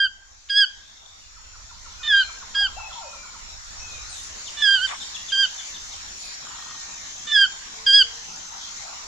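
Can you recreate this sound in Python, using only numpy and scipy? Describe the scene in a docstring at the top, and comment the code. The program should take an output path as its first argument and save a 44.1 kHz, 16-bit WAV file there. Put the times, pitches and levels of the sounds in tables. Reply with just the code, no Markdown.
"""Toucan yelping in a leafy aviary

Close to the microphone a toucan gives four pairs of shrill yelps: wavering harmonic stacks, three led by a creak.
Farther off, small birds chirp, chip and whistle as gliding tones; rasps are narrow noise, a rattle is pulsed noise.
An insect drone and the far wash, both shaped noise, swell over the first seconds, with pulsed high trills.
Low noise in soft gusts is air on the microphone; scattered reflections give leaf returns and a faint echo.
"""
import sys
import numpy as np
from scipy import signal
from scipy.fft import rfft, irfft
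from scipy.io import wavfile
from scipy.ndimage import uniform_filter1d

SR = 44100
rng = np.random.default_rng(int(sys.argv[2]) if len(sys.argv) > 2 else 0)


def file_out(sig):
    """Save sig as 16-bit WAV at sys.argv[1]."""
    # one column per channel
    cols = np.atleast_2d(sig).T
    # limit, then scale
    lim = np.clip(cols, -1, 1)
    pcm = np.round(lim * 32767).astype(np.int16)
    wavfile.write(sys.argv[1], SR, pcm)


N = 399987
TIME = np.arange(N) / SR
BINS = np.fft.rfftfreq(1024, 1 / SR)
CATCH_S = .014  # width of the rough catch that opens a yelp


def amp(db):
    """Decibels to gain."""
    return 10 ** (np.asarray(db) / 20)


def unit(x):
    """Scales to rms 1."""
    return x / np.sqrt(np.mean(x ** 2) + 1e-20)


def spectrum(points, hz):
    """Reads (Hz, value) points on a log frequency axis."""
    f, value = np.transpose(points)
    return np.interp(np.log(hz + 1), np.log(f + 1), value)


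def swell(points):
    """Gain over time from (s, dB) points."""
    return amp(np.interp(TIME, *np.transpose(points)))


def wander(size, hz):
    """Smooth chance from one second of low-passed noise at rms 1, cut or repeated to size."""
    f = np.fft.rfftfreq(SR, 1 / SR)
    smooth = irfft(rfft(rng.standard_normal(SR)) * np.exp(-(f / hz) ** 2), SR)
    return np.resize(unit(smooth), size)


def fades(t, rise, fall):
    """Soft start and end of a note, in the units of t."""
    nearest_end = np.minimum((t - t[0]) / rise, (t[-1] - t) / fall)
    return np.sin(np.pi / 2 * np.clip(nearest_end, 0, 1)) ** 2


def add(mix, start_s, sound, pan_db=0):
    """Places a sound in the stereo mix; pan_db is left over right, and overhanging ends are cut."""
    at = round(start_s * SR)
    sound = sound[..., max(-at, 0):]
    part = mix[:, max(at, 0):][:, :sound.shape[-1]]
    part += amp([[pan_db / 2], [-pan_db / 2]]) * sound[..., :part.shape[1]]


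def phase_of(hz):
    """Running phase of a pitch curve."""
    return 2 * np.pi * np.cumsum(hz) / SR


def diffuse(colour, patchy_db, pan_db):
    """Stereo noise from all around: partly shared between the channels, with drifting patches of level."""
    # how alike left and right are; columns: frequency_hz, coherence
    likeness = [(70, 0.44), (200, 0.61), (550, -0.18), (1600, -0.24), (2700, -0.08)]
    a, b, c, d, patches = rng.standard_normal((5, N // 256 + 5, len(BINS)))
    patches = uniform_filter1d(patches, size=14, axis=0)
    patches = unit(uniform_filter1d(patches, size=8, axis=1))
    same = np.clip(spectrum(likeness, BINS), -1, 1)
    left = a + 1j * b
    right = same * left + np.sqrt(1 - same ** 2) * (c + 1j * d)
    frames = np.array([left, right]) * colour * amp(patchy_db * patches)
    noise = signal.istft(frames, nperseg=1024, noverlap=768, time_axis=1, freq_axis=2)[1][:, :N]
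    return unit(noise) * amp([[pan_db / 2], [-pan_db / 2]])


def scatter(x, t60s, delay):
    """Dense reflections of random sign after a delay in s, each band dying at its own speed."""
    signs = rng.choice([-1., 1.], (2, SR))
    taps = signs * (rng.random((2, SR)) < 1 / 16) * (TIME[:SR] > delay)
    hz, t, z = signal.stft(taps, SR, nperseg=256)
    decay = amp(-60 * t / spectrum(t60s, hz)[:, None])
    tail = signal.istft(z * decay, SR, nperseg=256)[1]
    tail = tail / np.linalg.norm(tail, axis=1)[:, None]
    return signal.fftconvolve(x.mean(0)[None], tail, axes=1)[:, :N]


def microphone_air():
    """Air rumbling on the microphone: low noise, a steady draught with soft gusts over it."""
    # colour of the rumble; columns: frequency_hz, relative_db
    rumble = [(12, -20), (28, -6.5), (45, 13), (68, -0.5), (95, -18.5), (135, -16.5), (250, -38.5),
              (600, -60.5)]
    # gusts; columns: peak_s, half_length_s, rise_above_draught_db
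    gusts = [(1.9, 0.61, 8), (2.704, 0.17, 12.5), (3.85, 0.52, 11), (4.804, .25, 5), (5.96, .2, 9),
             (7.997, 0.1, 9)]
    draught_db = -57
    air = diffuse(amp(spectrum(rumble, BINS)), patchy_db=0.9, pan_db=-5.5)
    gusts_db = sum(db * np.exp(-((TIME - s) / length) ** 2) for s, length, db in gusts)
    return amp(draught_db + gusts_db) * air


def far_wash():
    """The far wash of the place: broad shaped noise, still at rms 1."""
    # columns: frequency_hz, relative_db
    colour = [(100, -9.5), (200, -4), (320, -11), (520, -7.5), (820, -1), (1200, 0), (2000, -1.5),
              (2900, -4), (4200, 1.5), (5200, -1.5), (7300, -7.5), (8400, -13), (9200, -28.5), (13500, -27),
              (15200, -51.5)]
    return diffuse(amp(spectrum(colour, BINS)), patchy_db=2.76, pan_db=0.0)


def insect_drone():
    """Many insects blurred into narrow bands of noise, near rms 1 before the swell."""
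    # columns: centre_hz, width_hz, relative_db
    bands = [(7010, 183, -3.5), (6010, 530, -9.5), (5480, 140, -8.5)]
    colour = sum(amp(db) * np.exp(-((BINS - hz) / width) ** 2 / 2) for hz, width, db in bands)
    return diffuse(colour, patchy_db=2.25, pan_db=1.3)


def ambience():
    """Drone and wash, swelling together."""
    # level of each of the two; columns: time_s, level_db
    level = [(0, -57.5), (.6, -53), (1.4, -50), (2.2, -44), (3.3, -44.5), (4.2, -41), (5.5, -40),
             (7.5, -41), (9.07, -40.5)]
    return swell(level) * (insect_drone() + far_wash())


def trills(scoop_hz=230, settle_s=0.081, blur_hz=28, depth=0.84):
    """An insect's wing strokes pulse a high tone that slides up to pitch."""
    # trills, all of one length; columns: start_s, level_db
    trill_list = [(.22, -60), (1.723, -53.5), (3.723, -47.5), (5.16, -44.5), (6.576, -45), (8.067, -44.5)]
    pitch_hz, strokes_per_s, length_s = 6237, 54.4, 0.793
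    out = np.zeros((2, N))
    for start, db in trill_list:
        t = np.arange(0, length_s, 1 / SR)
        hz = pitch_hz - scoop_hz * np.exp(-t / settle_s) + blur_hz * wander(len(t), hz=200)
        strokes = 1 + depth * np.cos(2 * np.pi * strokes_per_s * t)
        tone = unit(strokes * np.sin(phase_of(hz)))
        add(out, start, amp(db) * tone * fades(t, rise=0.095, fall=0.014), pan_db=4.0)
    return out


def rattle(start=6.468, end=6.78, per_s=24.95, db=-42, hollow_hz=1170, upper_hz=3250):
    """A short dry rattle far off: each pulse stirs a hollow resonance and a higher one."""
    out = np.zeros((2, N))
    t = np.arange(0, end - start, 1 / SR)
    uneven_time = t + .004 * wander(len(t), hz=40)
    pulses = np.exp(-(uneven_time % (1 / per_s)) / .02)
    body = np.cos(2 * np.pi * hollow_hz * t) + amp(-5) * np.cos(2 * np.pi * upper_hz * t)
    add(out, start, amp(db) * pulses * unit(body * wander(len(t), hz=300)), pan_db=5)
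    return out


def rasps(flutter_db=2.5):
    """Short noises too rough to hold a pitch: narrow bands that swell, flutter and die."""
    # hoarse distant calls, lisps and rustles, level at the top of the arch;
    # columns: start_s, end_s, centre_hz, width_hz, level_db, left_right_db
    rasp_list = [(0.606, 1.36, 3590, 280, -54.5, 4), (2.89, 3.03, 3400, 334, -44, 4),
                 (4.13, 4.34, 9500, 900, -56.5, 0), (4.085, 4.26, 11500, 2200, -65, 0),
                 (4.401, 5.18, 8080, 385, -50.5, 3), (4.858, 4.971, 2050, 610, -36.5, 2),
                 (4.86, 4.969, 1100, 383, -35.5, 1), (6.159, 6.39, 4450, 800, -41, 0),
                 (6.134, 6.37, 8800, 2800, -55.5, -4), (8.244, 8.36, 862, 140, -50.5, 11),
                 (8.476, 8.63, 858, 150, -49, 10), (8.58, 8.723, 3320, 250, -43.5, -5),
                 (8.781, 8.993, 794, 169, -46, 7.5)]
    out = np.zeros((2, N))
    for start, end, hz, width, db, pan_db in rasp_list:
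        t = np.arange(start, end, 1 / SR)
        carrier = np.exp(2j * np.pi * hz * t)
        band = np.zeros((2, len(t)))
        for channel in range(2):
            slow_noise = wander(len(t), width) + 1j * wander(len(t), width)
            band[channel] = (slow_noise * carrier).real
        arch = np.sin(np.pi * np.linspace(0, 1, len(t)))
        add(out, start, amp(db + flutter_db * wander(len(t), hz=70)) * band * arch, pan_db)
    return out


def whistles(waver=0.0074):
    """Slurred pure notes of birds farther off, each bending through three pitches."""
    # level before the distance mix;
    # columns: start_s, end_s, first_hz, middle_hz, last_hz, level_db, left_right_db
    whistle_list = [(1.953, 2.403, 2483, 2427, 2284, -53.5, 22),
                    (2.127, 2.277, 3560, 4055, 4250, -38.5, 13), (2.599, 2.64, 670, 812, 915, -42.5, 9),
                    (2.75, 2.885, 2710, 2647, 2496, -43, 13.5), (2.764, 2.797, 578, 815, 900, -36, 9),
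                    (2.82, 2.907, 750, 871, 442, -44, 14), (2.95, 3.008, 1040, 934, 930, -38, 9),
                    (2.986, 3.097, 944, 642, 487, -43.5, 9), (2.998, 3.353, 2574, 2400, 2130, -52, 12),
                    (3.776, 4.061, 2616, 2495, 2330, -48, 11), (3.896, 4.104, 3400, 3835, 4150, -50.5, -12),
                    (4.07, 4.224, 4550, 3800, 3280, -44, 0), (4.088, 4.177, 9100, 8100, 7250, -44, 0),
                    (6.149, 7.193, 1934, 1868, 1796, -56.5, 9), (6.229, 6.303, 2640, 2430, 2430, -48.5, -7),
                    (7.7, 8.216, 442.6, 458.7, 482, -57, -13)]
    out = np.zeros((2, N))
    for start, end, *pitches, db, pan_db in whistle_list:
        u = np.linspace(0, 1, round((end - start) * SR))
        bend_hz = np.polyval(np.polyfit([0, .5, 1], pitches, 2), u)
        hz = bend_hz * (1 + waver * wander(len(u), hz=70.0))
        note = np.sqrt(2) * amp(db) * np.sin(phase_of(hz))
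        add(out, start, note * fades(u, rise=.2, fall=.3), pan_db)
    return out


def series(run, loudness, shape, second_db, third_db, pan_db, waver):
    """One falling note repeated at a changing pace, never quite alike; overtones show only where it is loudest."""
    out = np.zeros((2, N))
    start, count, first_gap, last_gap, bend = run
    loudest, top_db, away_db = loudness
    gaps = first_gap + (last_gap - first_gap) * np.linspace(0, 1, count - 1) ** bend
    t = np.arange(0, shape[-1][0], 1 / SR)
    arch = np.sin(np.pi * t / t[-1])
    for s in start + np.append(0, np.cumsum(gaps)):
        # each note has its own pitch and speed of fall
        hz = rng.uniform(.96, 1.04) * np.interp(t * rng.uniform(.8, 1.2), *np.transpose(shape))
        phase = phase_of(hz * (1 + waver * wander(len(t), hz=200)))
        overtones = amp(second_db) * np.sin(2 * phase) + amp(third_db) * np.sin(3 * phase)
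        note = arch * np.sin(phase) + arch ** 4 * overtones
        level_db = top_db - away_db * (s - loudest) ** 2
        add(out, s, np.sqrt(2) * amp(level_db) * note, pan_db)
    return out


def chirps():
    """A small bird's run of falling chirps, quickening as it goes."""
    # columns: start_s, notes, first_gap_s, last_gap_s, bend of the change in pace
    run = (1.357, 16, .172, .103, .68)
    # before the distance mix; columns: loudest_s, level_there_db, loss_one_second_away_db
    loudness = (2.75, -40.5, 5.5)
    # pitch before each note's variation; columns: time_from_note_start_s, pitch_hz
    shape = [(0, 1507), (0.022, 1363), (0.028, 1060), (.048, 874)]
    return series(run, loudness, shape, second_db=-16, third_db=-28, pan_db=-5, waver=.022)


def chips():
    """Another small bird's run of sharp falling chips, slowing as it goes."""
    # columns: start_s, notes, first_gap_s, last_gap_s, bend of the change in pace
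    run = (4.458, 11, .135, .175, 3.5)
    # before the distance mix; columns: loudest_s, level_there_db, loss_one_second_away_db
    loudness = (5.05, -32.5, 9.6)
    # pitch before each note's variation; columns: time_from_note_start_s, pitch_hz
    shape = [(0, 3704), (0.022, 3516), (.03, 2988), (.042, 2670)]
    return series(run, loudness, shape, second_db=-7, third_db=-27, pan_db=8, waver=.03)


def creak(start, end, hz, db, jitter=0.016, growth_db=7):
    """Slow uneven pulses through the toucan's throat, growing into the yelp."""
    # colour of the throat; columns: frequency_hz, relative_db
    colour = [(600, -36.5), (1200, -12), (1800, -2), (2400, -13), (3000, -3), (3600, 6), (4200, -10),
              (5400, -23), (7000, -44.5)]
    t = np.arange(start, end, 1 / SR)
    phase = phase_of(hz * (1 + jitter * wander(len(t), hz=249)))
    voice = sum(amp(spectrum(colour, k * hz)) * np.cos(k * phase) for k in range(1, 12))
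    growing = voice * amp(np.linspace(0, growth_db, len(t)))
    return start, amp(db) * unit(growing) * fades(t, rise=.007, fall=.008)


def yelp(t, hz, effort_db, release, harmonics_db, catch_db, flutter_db, half_db=-35, rasp_db=-35, catch_hz=3300,
         jitter=0.003, fray=3, fray_s=0.018, drift_db=1.03):
    """A harmonic stack, slightly strong-weak from cycle to cycle; opens with a rough catch and frays as it falls."""
    # upper partials; columns: harmonic, level_against_third_db
    overtones = [(4, -28), (5, -27.5), (6, -51)]
    # change of the first three harmonics one throat width above the throat's pitch, in dB
    sharp_loss_db = [-12, 0.1, -15.5]
    throat_hz, throat_width_hz = 1615, 184  # the voice is fullest at this pitch
    attack_s = 0.0076
    age, left = t - t[0] - CATCH_S, t[-1] - t

    # pitch and level give way as the air runs out; the pitch sags over a share of the release
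    hz = hz - 205 * np.exp(-left / (.48 * release))
    effort_db = effort_db - 13 * np.clip(1 - left / release, 0, 1) ** 1.97
    sharp = (np.maximum(hz - throat_hz, 0) / throat_width_hz) ** 2
    levels = []
    for db, loss_db in zip(harmonics_db, sharp_loss_db):
        levels.append(db + effort_db + loss_db * sharp + drift_db * wander(len(t), hz=30))

    unsteady = 1 + fray * np.exp(-left / fray_s)
    phase = phase_of(hz * (1 + jitter * unsteady * wander(len(t), hz=170)))
    partials = list(enumerate(levels, 1)) + [(round(k), levels[2] + db) for k, db in overtones]
    tones = []
    for k, db in partials:
        gain = amp(db + flutter_db * unsteady * wander(len(t), hz=123))
        # each harmonic starts at its own phase, so the wave is not spiky
        tones.append(gain * np.sin(k * phase + np.pi * k * k / 2))
    strong_weak = 1 + amp(half_db) * np.cos(phase / 2)
    voice = tones[0] + sum(tones[1:]) * strong_weak
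    voice = np.sqrt(2) * voice * (1 + amp(rasp_db) * wander(len(t), hz=800))

    catch = wander(len(t), hz=1500) * np.cos(2 * np.pi * catch_hz * t) * np.exp(-(age / CATCH_S) ** 2)
    onset = np.clip(age / attack_s + .5, 0, 1)
    return t[0], (onset * voice + amp(catch_db) * catch) * fades(t, rise=.003, fall=.009)


def lead(start, end, release, hz, slide_hz, *harmonics_db):
    """Starts high and thin, and fills out as the pitch slides down to the throat's resonance."""
    # the voice falters once and recovers; columns: time_s, half_length_s, pitch_drop_hz, level_drop_db
    at, length, drop_hz, drop_db = (4.796, .03, 138, 12.5)
    slide_s, tired_db = .041, -6  # time to settle; weaker voice after the falter
    t = np.arange(start - CATCH_S, end, 1 / SR)
    slide = np.exp(-(np.maximum(t - start, 0) / slide_s) ** 2)
    falter = np.exp(-((t - at) / length) ** 2)
    tired = np.maximum.accumulate(falter) - falter
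    effort_db = tired_db * tired - drop_db * falter
    bent_hz = hz + slide_hz * slide - drop_hz * falter
    return yelp(t, bent_hz, effort_db, release, harmonics_db, catch_db=-52.5, flutter_db=1.33)


def reply(start, end, release, crest, hz, lift_hz, swell_db, *harmonics_db):
    """Opens with a rough catch; a second push of air makes the note louder and arches its pitch."""
    settle_hz, settle_s = 42.7, .025  # it starts slightly sharp
    crest_s, swell_ahead_s, swell_s = .035, .025, .011  # crest width; the swell comes just before it
    base_db, spent_db_per_s = -0.5, -33.5  # the push fades again after the crest
    t = np.arange(start - CATCH_S, end, 1 / SR)
    settling = settle_hz * np.exp(-np.maximum(t - start, 0) / settle_s)
    lift = lift_hz * np.exp(-((t - crest) / crest_s) ** 2)
    held_back = .5 - .5 * np.tanh((t - crest + swell_ahead_s) / swell_s)
    effort_db = base_db - swell_db * held_back + spent_db_per_s * np.maximum(t - crest, 0)
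    return yelp(t, hz + settling + lift, effort_db, release, harmonics_db, catch_db=-39, flutter_db=.6)


def toucan():
    """The near bird: leading yelps and their replies, with creaks where the voice is about to catch."""
    # leading yelps, harmonic levels before effort; the first is already sounding at time zero;
    # columns: start_s, end_s, release_s, pitch_hz, slide_hz, first_db, second_db, third_db, left_right_db
    leads = [(-.09, 0.079, 0.035, 1605, 180.7, -20, -21.5, -31, -2.5),
             (2.077, 2.24, .042, 1602, 178, -18, -19.5, -32.5, -2),
             (4.621, 4.873, 0.019, 1592, 143.4, -19.5, -17.5, -28, -6),
             (7.319, 7.466, 0.039, 1614, 159, -18, -18, -25, -4)]
    # answering yelps, harmonic levels before effort; columns: start_s, end_s, release_s, crest_s,
    # pitch_hz, lift_hz, swell_db, first_db, second_db, third_db, left_right_db
    replies = [(.499, .655, .029, .587, 1606, 65, 10, -18, -15.5, -19, -3),
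               (2.55, 2.677, .028, 2.602, 1585, 48, 4.5, -22.3, -19.7, -27, -2),
               (5.322, 5.465, .024, 5.41, 1564, 42, 3.5, -24.3, -17.3, -26, -5),
               (7.866, 8.034, .022, 7.964, 1580, 84, 4.5, -21.2, -10.7, -15.4, -2)]
    # creaks at about a third of the yelp's opening pitch; columns: start_s, end_s, pulse_rate_hz, level_db
    creaks = [(2.028, 2.083, 602, -29), (4.567, 4.628, 590, -30.5), (7.267, 7.329, 596.5, -29.5)]
    out = np.zeros((2, N))
    for call, rows in ((lead, leads), (reply, replies)):
        for *row, pan_db in rows:
            add(out, *call(*row), pan_db)
    for row in creaks:
        add(out, *creak(*row), pan_db=-4.5)
    return out * fades(TIME, rise=.004, fall=.004)


def scene():
    """The toucan is close, with quick returns from the leaves; the small birds are wetter."""
    # decay of the enclosure; columns: frequency_hz, t60_s
    echo = [(1600, 0.67), (3300, 0.52), (8000, 0.36)]
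    near = toucan()
    leaves = amp(-15) * scatter(near, [(1500, .16), (5000, .24)], delay=.009)
    aviary = amp(-25) * scatter(near, echo, delay=0.033)
    birds = whistles() + chirps() + chips()
    far = amp(-4.0) * birds + amp(-3.0) * scatter(birds, [(500, 0.63), (4000, 0.49)], delay=0.0017)
    return microphone_air() + ambience() + trills() + rattle() + rasps() + far + aviary + leaves + near


def record(dry):
    """The recorder's band limit: a steep low-pass."""
    edge_hz = 15150
    lowpass = signal.firwin(511, edge_hz, window=("kaiser", 9), fs=SR)
    return signal.oaconvolve(dry, lowpass[None], "same")


dry = scene()
out = record(dry)
file_out(out)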